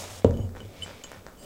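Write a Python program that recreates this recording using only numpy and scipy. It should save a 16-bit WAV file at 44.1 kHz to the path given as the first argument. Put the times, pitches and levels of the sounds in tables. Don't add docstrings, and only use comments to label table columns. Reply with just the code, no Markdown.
import sys
import numpy as np
from scipy import signal
from scipy.fft import rfft, irfft
from scipy.io import wavfile

SR = 44100
rng = np.random.default_rng(int(sys.argv[2]) if len(sys.argv) > 2 else 0)


def dump(signal):
    limited = np.clip(np.atleast_2d(signal).T, -1, 1)
    pcm = np.round(limited * 32767).astype(np.int16)
    wavfile.write(sys.argv[1], SR, pcm)


N = 63945
T = np.arange(N) / SR

# (frequency [Hz], relative level [dB])
SNAP_COLOUR = [(100, -22), (1500, -19), (3500, 1), (7300, 1), (10000, -4.5), (16000, -9.5)]
THUD_REVERB_DB, TICK_REVERB_DB, GLASS_REVERB_DB = -9, -6, -17


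def thud():
    # (pitch [Hz], relative level [dB], ring time [s])
    board_notes = [(244, -3, 0.039), (461, 4, 0.022), (524, -14.5, 0.043), (913, -27, 0.064),
                   (2930, -34, .03)]
    # (frequency [Hz], relative level [dB])
    crack_colour = [(100, 6), (1200, 8), (2200, -4), (3700, 1), (5200, -10.5), (7700, -1.5), (9800, -22),
                    (16000, -28)]
    # (pitch [Hz], level [dB], ring time [s])
    boom_notes = [(34.7, -30.5, 0.99), (77.7, -21.5, .55), (88.5, -17.5, 0.61), (94.1, -17, 0.44),
                  (128, -22, 0.46), (230.5, -26.5, 0.61)]
    # (delay [s], level [dB])
    reflections = [(0.0144, -33), (.0255, -37), (.048, -20.5)]
    landing_s, knock_db, crack_db = .2462, 1, -17
    knock = -amp(knock_db) * ring(board_notes) * swell(rise_s=.002)
    blow = knock + amp(crack_db) * at(0, click(crack_colour))
    boom = ring(boom_notes) * swell(rise_s=.015)
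    echoes = sum(amp(db) * at(delay, blow) for delay, db in reflections)
    return at(landing_s, blow + echoes + boom + amp(THUD_REVERB_DB) * room(blow))


def ticks():
    # (time [s], knock level [dB], snap level [dB], top of the snap [Hz])
    catches = [(.3091, -30, -30, 8550), (0.3878, -45, -52, 6000), (0.4927, -39.5, -38, 6800),
               (.5515, -33.5, -46, 6000), (.5622, -32, -40, 8300), (.5675, -28.5, -47, 7000),
               (.604, -37, -33, 9250), (0.8628, -29, -38, 9200), (.879, -34, -38, 7000),
               (.8937, -29.5, -40, 6000), (0.9112, -31, -42, 7000), (1.0439, -30.5, -28, 7000),
               (1.1173, -26.5, -27.5, 14100), (1.1317, -32, -59, 7900), (1.1457, -32.5, -56, 6740),
               (1.1625, -33.5, -52, 6000), (1.2661, -26.5, -27.5, 7400), (1.2853, -33.5, -51, 6100)]
    # (pitch [Hz], relative level [dB], ring time [s])
    wood_notes = [(605, -14, 0.015), (970, 0, 0.0031), (1454, -8.5, 0.0066), (1764, -18.5, 0.018)]
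    knock, snap = ring(wood_notes), click(SNAP_COLOUR)
    out = np.zeros(N)
    for s, knock_db, snap_db, top_hz in catches:
        out += amp(knock_db) * at(s, knock)
        out += amp(snap_db) * at(s, dulled(snap, top_hz))
    return out + amp(TICK_REVERB_DB) * room(out)


def clinks():
    # (time [s], low notes [dB], high notes [dB], snap [dB], favoured pitch [Hz], rise [s])
    contacts = [(0.3393, -50.5, -64, -40, 6600, .0005), (0.372, -48, -53, -36, 6700, 0.00055),
                (.6040, -42.5, -61, -38, 7000, 0.00036), (0.822, -27.5, -68, -62, 9100, 0.0017),
                (.830, -52, -42, -38, 7800, .003), (1.038, -40, -38, -25.5, 7000, 0.00025),
                (1.373, -58, -68, -65, 7500, 0.0023)]
    out, snap = np.zeros(N), click(SNAP_COLOUR)
    for s, low_db, high_db, snap_db, focus_hz, rise_s in contacts:
        low, high = bottle_wall(focus_hz)
        tone = (amp(low_db) * low + amp(high_db) * high) * swell(rise_s)
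        out += at(s, tone) + amp(snap_db) * at(s, snap)
    return out


def rubs():
    # (start [s], length [s], low notes [dB], high notes [dB], favoured pitch [Hz])
    strokes = [(0.385, 0.08, -61.5, -61, 6400), (0.809, 0.035, -39, -47, 8960),
               (0.859, 0.07, -62, -56.5, 5100), (1.377, .085, -62, -56, 8480)]
    out, fade_s = np.zeros(N), .015
    for start, length, low_db, high_db, focus_hz in strokes:
        low, high = bottle_wall(focus_hz)
        body = amp(low_db) * low / np.linalg.norm(low) + amp(high_db) * high / np.linalg.norm(high)
        pressure = np.clip(np.minimum(T - start, start + length - T) / fade_s, 0, 1)
        out += signal.fftconvolve(pressure * rng.standard_normal(N), body)[:N]
    return out


def bottle_wall(focus_hz):
    pitches = [2952, 3028, 3240, 4770, 4955, 6683, 6864, 7497, 7790, 8247, 9006, 9600, 11920]
    # (relative level [dB], ring time [s])
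    ringing = [(-7, 0.15), (2, 0.056), (-4, 0.079), (6, 0.069), (1, 0.13), (-4.5, 0.16), (1.5, 0.031),
               (5, 0.12), (-8, 0.15), (-10, 0.046), (-4.5, 0.048), (-7, 0.069), (-1.5, 0.053)]
    notes = [(hz, db, ring_s) for hz, (db, ring_s) in zip(pitches, ringing)]
    low_count, width_hz, least_weight = 2, 480, .08
    high = np.zeros(N)
    for hz, db, ring_s in notes[low_count:]:
        weight = least_weight + np.exp(-((hz - focus_hz) / width_hz) ** 2)
        high += weight * ring([(hz, db, ring_s)])
    return ring(notes[:low_count]), high


def drone():
    # (time [s], level [dB])
    levels = [(.34, -48), (.41, -24.5), (.48, -35), (.53, -48), (.61, -51), (.66, -39.5), (.71, -49),
              (.76, -68), (.82, -42), (.88, -51), (.96, -56.5), (1.09, -75), (1.19, -49), (1.3, -80)]
    pitch_hz = 92 + 5.85 * wander(steps_per_s=51)
    tone = np.sin(2 * np.pi * np.cumsum(pitch_hz) / SR)
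    return unit(tone) * loudness(levels)


def turning():
    # (time [s], level [dB])
    scrape_levels = [(.25, -55.5), (.53, -72), (.57, -54.5), (.69, -59), (.79, -50), (.87, -47.5),
                     (.95, -51), (1.03, -53.5), (1.15, -52), (1.23, -63), (1.36, -65), (1.45, -68)]
    rumble_levels = [(.23, -67), (.3, -54), (.39, -32.5), (.5, -51), (.57, -43.5), (.67, -50), (.75, -52.5),
                     (.83, -48), (.92, -53), (1.03, -55.5), (1.19, -56.5), (1.27, -50), (1.34, -59),
                     (1.45, -45)]
    finger_levels = [(1.36, -64), (1.41, -54.5), (1.45, -47.5)]
    # (frequency [Hz], relative level [dB])
    scrape_colour = [(100, -38), (500, 10.5), (1000, 0), (1600, -3.5), (1950, -1), (2300, 6), (2700, -1),
                     (3500, 1.5), (4200, -4.5), (5000, -4), (7500, -10), (10000, -17), (16000, -30)]
    rumble_colour = [(20, -25), (38, 0.5), (60, -3.5), (90, -12), (120, -5), (160, -5.5), (220, -4),
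                     (310, -10.5), (530, -7.5), (750, -18.5), (1300, -43), (4000, -56)]
    finger_colour = [(200, -12), (550, 15), (1200, -0.5), (4500, -6), (9000, -5.5), (11000, -14),
                     (16000, -7)]
    scrape = friction(scrape_levels, scrape_colour, grain_db=2.5, grains_per_s=700)
    rumble = friction(rumble_levels, rumble_colour, grain_db=3.5, grains_per_s=150)
    fingers = friction(finger_levels, finger_colour, grain_db=2, grains_per_s=370)
    return scrape + rumble + fingers


def swish():
    # (time [s], level [dB])
    rush_levels = [(0, -41), (.07, -41.5), (.12, -46), (.18, -51), (.225, -51.5), (.26, -91)]
    hiss_levels = [(0, -40), (.06, -46.5), (.16, -47.5), (.195, -49), (.225, -64), (.26, -66)]
    # (frequency [Hz], relative level [dB])
    rush_colour = [(30, -14), (90, -3), (130, -12.5), (215, -0.5), (340, -9), (560, 1.5), (1100, -9),
                   (2400, -14.5), (3600, -15), (8000, -33), (16000, -41)]
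    hiss_colour = [(200, -8), (2400, -6), (3600, -2.5), (4600, -2.5), (6500, 0.5), (8300, -2.5),
                   (10500, -8.5), (16000, -15)]
    rush = friction(rush_levels, rush_colour, grain_db=2.5, grains_per_s=300)
    hiss = friction(hiss_levels, hiss_colour, grain_db=1.5, grains_per_s=640)
    return rush + hiss


def room(x):
    # (frequency [Hz], ring time [s])
    ring_times = [(60, 1), (230, 0.7), (450, 0.29), (700, .4), (1100, 0.52), (3000, 0.2), (8000, 0.19),
                  (16000, 0.36)]
    echoes_per_s, gap_s = 3000, .007
    echoes = rng.choice([-1., 1.], N) * (rng.random(N) < echoes_per_s / SR) * (T > gap_s)
    hz, t, bands = signal.stft(echoes, SR, nperseg=256)
    fade = amp(-60 * t / look_up(ring_times, hz)[:, None])
    tail = signal.istft(bands * fade, SR, nperseg=256)[1]
    return signal.fftconvolve(x, tail / np.linalg.norm(tail))[:N]


def background():
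    # (frequency [Hz], relative level [dB])
    air_colour = [(20, 27.5), (90, 20.5), (250, 21), (600, 9), (1300, 10), (3000, -8.5), (8000, -6.5),
                  (16000, 0)]
    # (pitch [Hz], level [dB])
    whine_tones = [(7898, -73.5), (15117, -77)]
    air = amp(-55) * coloured(rng.standard_normal(N), air_colour)
    return air + sum(amp(db) * np.sin(2 * np.pi * hz * T) for hz, db in whine_tones)


def friction(levels, colour, grain_db, grains_per_s):
    strength = amp(grain_db * wander(grains_per_s))
    slips = rng.standard_normal(N) * strength
    return coloured(slips, colour) * loudness(levels)


def ring(notes):
    t = T[T < 2 * max(ring_s for hz, db, ring_s in notes)]
    return at(0, sum(amp(db - 60 * t / ring_s) * np.sin(2 * np.pi * hz * t) for hz, db, ring_s in notes))


def click(colour, size=1024):
    log_gain = np.log(amp(look_up(colour, abs(np.fft.fftfreq(size, 1 / SR)))))
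    spectrum = np.exp(np.conj(signal.hilbert(log_gain)))
    pulse = np.fft.ifft(spectrum).real
    return pulse / abs(pulse).max()


def dulled(x, top_hz):
    return signal.sosfilt(signal.butter(6, top_hz, fs=SR, output="sos"), x)


def coloured(x, colour):
    gain = amp(look_up(colour, np.fft.rfftfreq(N, 1 / SR)))
    return unit(irfft(rfft(x) * gain, N))


def wander(steps_per_s):
    return np.interp(T * steps_per_s, np.arange(N), rng.standard_normal(N))


def swell(rise_s):
    return 1 - np.exp(-T / rise_s)


def loudness(levels):
    return amp(np.interp(T, *np.transpose(levels)))


def look_up(points, hz):
    row_hz, value = np.transpose(points)
    return np.interp(np.log(hz + 1), np.log(row_hz + 1), value)


def at(s, sound):
    return np.concatenate([np.zeros(round(s * SR)), sound, np.zeros(N)])[:N]


def amp(db):
    return 10 ** (np.asarray(db) / 20)


def unit(x):
    return x / np.sqrt(np.mean(x ** 2) + 1e-20)


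def scene():
    glass = clinks() + rubs()
    contacts = thud() + ticks() + glass + amp(GLASS_REVERB_DB) * room(glass)
    return (contacts + swish() + turning() + drone() + background())[None]


def record(dry):
    top_hz = 15850
    low_pass = signal.firwin(511, top_hz, window=("kaiser", 9), fs=SR)
    return signal.oaconvolve(dry, low_pass[None], "same")


dry = scene()
out = record(dry)
dump(out)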